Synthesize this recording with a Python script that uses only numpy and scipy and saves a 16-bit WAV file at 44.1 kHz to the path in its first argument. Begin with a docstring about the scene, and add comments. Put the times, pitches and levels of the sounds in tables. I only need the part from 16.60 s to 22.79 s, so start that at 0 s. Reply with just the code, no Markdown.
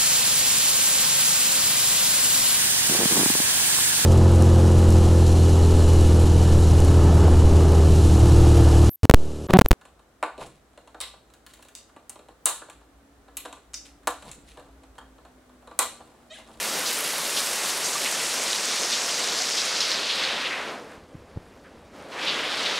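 """Heavy rain on a wooden deck, a paved yard and trees, heard from a porch: a wash of far drops, near
patter, bursting gobs of run-off, sharp ticks and a few bubble plinks. A finger slides over the single
microphone port and lowers its resonance, so the rain turns hollow, then muffled. The finger rubs and
bumps the case, then lifts a little. A faint low hum swells about halfway through."""
import sys
import numpy as np
from scipy import signal
from scipy.fft import rfft, irfft, next_fast_len
from scipy.io import wavfile
from scipy.ndimage import uniform_filter1d, map_coordinates

SR = 44100
rng = np.random.default_rng(int(sys.argv[2]) if len(sys.argv) > 2 else 0)


def to_wav(sig):
    """Store sig (one row per channel, or 1-D mono) as 16-bit WAV at the path in sys.argv[1].

    Samples outside -1..1 are clipped; the rate is SR.
    """
    pcm = np.clip(np.atleast_2d(sig), -1, 1) * 32767
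    pcm = np.round(pcm).astype(np.int16)
    wavfile.write(sys.argv[1], SR, pcm.T)  # frames by channels


N = 272979
TOP_HZ = 15740  # upper edge of the whole sound


def amp(db):
    """Decibels to gain."""
    return 10 ** (np.asarray(db) / 20)


def unit(x):
    """x scaled to rms 1."""
    return x / np.sqrt(np.mean(x ** 2) + 1e-20)


def wobble(rate):
    """A smooth random curve, rate knots a second."""
    return map_coordinates(rng.standard_normal(400), [np.arange(N) * rate / SR], mode="wrap")


def filtered(x, response):
    """x through a filter whose gain is a function of frequency in Hz."""
    size = next_fast_len(len(x) + 8192)
    return irfft(rfft(x, size) * response(np.fft.rfftfreq(size, 1 / SR)), size)[:len(x)]


def coloured(x, spectrum):
    """x through an EQ curve of (Hz, dB) points, at rms 1."""
    f, db = np.transpose(spectrum)
    return unit(filtered(x, lambda hz: amp(np.interp(np.log(hz + 1), np.log(f), db))))


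def low_cut(x, corner_hz):
    """Second-order high-pass: small things radiate little bass."""
    return filtered(x, lambda f: (1j * f / (corner_hz + 1j * f)) ** 2)


def add(track, start_s, sound):
    """Mixes a sound into the track."""
    part = track[max(round(start_s * SR), 0):][:len(sound)]
    part += sound[:len(part)]


def drops(count, pitch_hz, octaves, cycles, spread_db, samples):
    """Random impacts, each a few dying cycles; a few land near and loud, most far and soft."""
    when, distance, life = rng.random((count, 3)).T
    hz = np.clip(pitch_hz * 2 ** (octaves * rng.standard_normal(count)), 100, TOP_HZ)[:, None]
    gain = amp(-spread_db * np.log(distance + .015))[:, None]
    turns = hz * np.arange(samples) / SR
    grains = gain * np.sin(2 * np.pi * turns) * np.exp(-turns / (cycles * (.5 + life[:, None])))
    index = (when * N).astype(int)[:, None] + np.arange(samples)
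    return unit(np.bincount(index.ravel(), grains.ravel(), N)[:N])


# The EQ of the far rain. Each row: frequency in Hz, relative level in dB.
WASH_SPECTRUM = [(25, -36), (60, -25.5), (110, -19.6), (165, -8.5), (290, -3.2), (370, -3), (520, 1.3),
                 (750, -2.2), (1050, -1.3), (2100, -1.7), (3200, -3.1), (5000, -3), (9500, -5.2),
                 (12500, -11.1), (15500, -23.2)]


def rain(level_db=-28.6):
    """Far drops merge into a wash; nearer ones crackle on stone, spit on boards and tap on leaves."""
    noise = signal.stft(rng.standard_normal(N), nperseg=512)[2]
    patches = uniform_filter1d(rng.standard_normal(noise.shape), 24, axis=0)
    shimmer_db = 0.95 * unit(uniform_filter1d(patches, 9, axis=1))  # drifts by band and by moment
    wash = coloured(signal.istft(noise * amp(shimmer_db), nperseg=512)[1][:N], WASH_SPECTRUM)
    crackle = drops(count=11000, pitch_hz=6570, octaves=0.51, cycles=0.94, spread_db=3.5, samples=80)
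    spits = drops(count=2200, pitch_hz=9800, octaves=0.15, cycles=2.2, spread_db=6.3, samples=60)
    taps = drops(count=2500, pitch_hz=1183, octaves=0.707, cycles=2.6, spread_db=4.5, samples=700)
    flurry = np.tanh(1.1 * wobble(15) + .5 * wobble(5.1))  # the near patter comes in surges
    near = amp(-7.5 + 3.3 * flurry) * crackle + amp(-13 + 0.82 * flurry) * spits + amp(-15) * taps
    return amp(level_db + 0.3 * wobble(7)) * (wash + low_cut(near, corner_hz=443))


# Large gobs of run-off hitting the boards.
# Each row: start in seconds, level in dB, centre frequency in Hz, swell time in seconds.
LARGE_GOBS = [(.255, -27, 4470, .017), (.76, -25.3, 3800, .016), (1.23, -29.5, 6100, .025),
              (1.446, -29.7, 2600, .014), (2.109, -31, 4180, .01), (2.315, -26, 3700, .015),
              (2.965, -29, 3940, .017), (3.204, -27, 4480, .008), (3.485, -31, 3540, .02),
              (3.841, -31, 2800, .014), (3.9, -32, 1900, .03), (4.292, -29, 1690, .017),
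              (5.04, -28.5, 1700, .018), (5.515, -27, 3300, .01), (5.66, -25.5, 3800, .026),
              (6.048, -29, 4700, .011)]


def splashes(sharpness=1.25, grit_db=2.0, small_count=14, small_db=-35, small_hz=4600, small_swell_s=.012):
    """Gobs of water burst into spray that swells and thins; small ones fall at random among the large."""
    out, t = np.zeros(N), np.arange(SR // 4) / SR
    starts = (np.arange(small_count) + rng.random(small_count)) / small_count * N / SR
    small_gobs = [(start, small_db + 2 * size, small_hz * 2 ** (.35 * pitch), small_swell_s)
                  for start, (size, pitch) in zip(starts, rng.standard_normal((small_count, 2)))]
    for start, db, hz, swell in small_gobs + list(LARGE_GOBS):
        grit = rng.standard_normal(len(t)) * amp(grit_db * rng.standard_normal(len(t)))
        # a broad band-pass around the gob's centre frequency
        spray = filtered(grit, lambda f: (1j * f * hz / (sharpness * (hz * hz - f * f) + 1j * f * hz)) ** 2)
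        add(out, start, amp(db) * unit(spray) * t / swell * np.exp(1 - t / swell))
    return out


# Close drops on the wet deck. Each row: start in seconds, level in dB before the trim, pitch in Hz.
LOUD_TICKS = [(0.7014, -11, 9580), (1.4466, -12, 6400), (1.9315, -9, 3830), (3.2056, -7, 5290),
              (3.3169, -10, 4320), (3.6511, -11, 4210)]


def ticks(loud_trim_db=-1, soft_db=-14.5, soft_hz=5200, octaves=.25, cycles=1.9, soft_count=12):
    """Close drops tick sharply on the boards: a few loud ones, and softer ones at random."""
    out, t = np.zeros(N), np.arange(SR // 100) / SR
    soft = [(when * N / SR, soft_db, soft_hz * 2 ** (octaves * (2 * pitch - 1)))
            for when, pitch in rng.random((soft_count, 2))]
    loud = [(start, db + loud_trim_db, hz) for start, db, hz in LOUD_TICKS]
    for start, db, hz in soft + loud:
        add(out, start, amp(db) * np.sin(2 * np.pi * hz * t) * np.exp(-hz * t / cycles))
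    return out


# The finger's move over the microphone port. Each row: time in seconds, open share from 0 to 1.
PORT_OPENING = [(0, 1), (1.2, .385), (2.0, .206), (3.0, .148), (3.5, .082), (3.87, .048), (4.1, .028),
                (4.25, .015), (4.35, .014), (4.43, .0108), (4.95, .0106), (5.31, .0113), (5.36, .0155),
                (5.48, .015), (5.64, .05), (5.82, .051), (6.19, .067)]


def opening(t):
    """The share of the port that the finger leaves free at times t; it glides by equal ratios."""
    times, share = np.transpose(PORT_OPENING)
    return np.exp(np.interp(t, times, np.log(np.maximum(share, 1e-4))))


def port_response(f, share, open_hz=15000, radiation_hz=10000, choke_hz=2700, leak_db=-50):
    """A Helmholtz resonator: a narrowing gap lowers and sharpens its note, until friction dulls it."""
    note = open_hz * np.sqrt(share)
    radiation = note / radiation_hz
    friction = (choke_hz / note) ** 4.9  # takes over steeply as the slit closes
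    resonance = 1 / (1 - (f / note) ** 2 + 1j * (radiation + friction) * f / note)
    return resonance - amp(leak_db)  # a little leaks through the case


def through_port(x, neutral_share=.64):
    """The port sweeps the sound like a moving filter; at the neutral share it passes unchanged."""
    f, t, spectra = signal.stft(x, SR, nperseg=512, noverlap=384)
    sweep = port_response(f[:, None], opening(t)) / port_response(f[:, None], neutral_share)
    return signal.istft(spectra * sweep, SR, nperseg=512, noverlap=384)[1][:N]


# Drips into puddles. Each row: start in seconds, level in dB, starting pitch in Hz.
PUDDLE_DRIPS = [(1.352, -26, 1145), (1.775, -31, 995), (2.802, -30, 715)]


def plinks(swell_s=0.005, rise_per_s=1.0):
    """Drips trap bubbles whose pitch rises as they surface."""
    out, t = np.zeros(N), np.arange(SR // 12) / SR
    envelope = t / swell_s * np.exp(1 - t / swell_s)
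    for start, db, hz in PUDDLE_DRIPS:
        add(out, start, amp(db) * envelope * np.sin(2 * np.pi * hz * t * (1 + rise_per_s * t)))
    return out


def hum(swell_at_s=3.2, rise_s=.3, level_db=-62.5, before_db=-9, pitch_hz=82.5):
    """A faint low hum swells and holds, wavering a little in level and pitch."""
    swell = np.clip((np.arange(N) / SR - swell_at_s) / rise_s, 0, 1)
    gain = amp(level_db + before_db * (1 - swell) + 1.4 * wobble(5))
    hz = pitch_hz + 2.5 * wobble(13)
    return gain * np.sin(2 * np.pi * np.cumsum(hz) / SR)


# The EQ of rubbing heard through the case. Each row: frequency in Hz, relative level in dB.
RUB_SPECTRUM = [(15, -15), (35, -9), (55, -3), (80, -1), (150, -18), (400, -26), (1500, -60)]


def finger_rub(level_db=-57, judder_db=2.5, contact_share=.014):
    """The fingertip rubs the case with an uneven low rumble while the port is almost shut."""
    pressing = 1 / (1 + (opening(np.arange(N) / SR) / contact_share) ** 8)
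    gain = pressing * amp(level_db + judder_db * wobble(14))
    return gain * coloured(rng.standard_normal(N), RUB_SPECTRUM)


# The finger's knocks on the case. Each row: start in seconds, level in dB, pitch in Hz.
CASE_BUMPS = [(4.377, -36, 130), (4.545, -33, 170), (4.552, -29, 170), (4.76, -28, 70), (4.772, -20, 110)]


def finger_bumps(swell_cycles=0.19, scuff_db=-14.5, scuff_hz=750):
    """The soft finger bumps the case: heavily damped thuds, each with a dull scuff."""
    out, t = np.zeros(N), np.arange(SR // 10) / SR
    for start, db, hz in CASE_BUMPS:
        age = hz * t / swell_cycles
        scuff = unit(filtered(rng.standard_normal(len(t)), lambda f: 1 / (1 + (f / scuff_hz) ** 4)))
        thud = -np.sin(2 * np.pi * hz * t)
        add(out, start, amp(db) * age * np.exp(1 - age) * (thud + amp(scuff_db) * scuff))
    return low_cut(out, corner_hz=22)


def scene():
    """Water and hum pass through the port, handling noise through the case; both channels are alike."""
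    water = rain() + low_cut(splashes() + ticks() + plinks(), corner_hz=297)
    mono = through_port(water + hum()) + finger_rub() + finger_bumps()
    return np.array([mono, mono])


def record(dry):
    """A brick-wall low-pass takes off the very top."""
    return np.array([filtered(channel, lambda hz: hz < TOP_HZ) for channel in dry])


dry = scene()
out = record(dry)
to_wav(out)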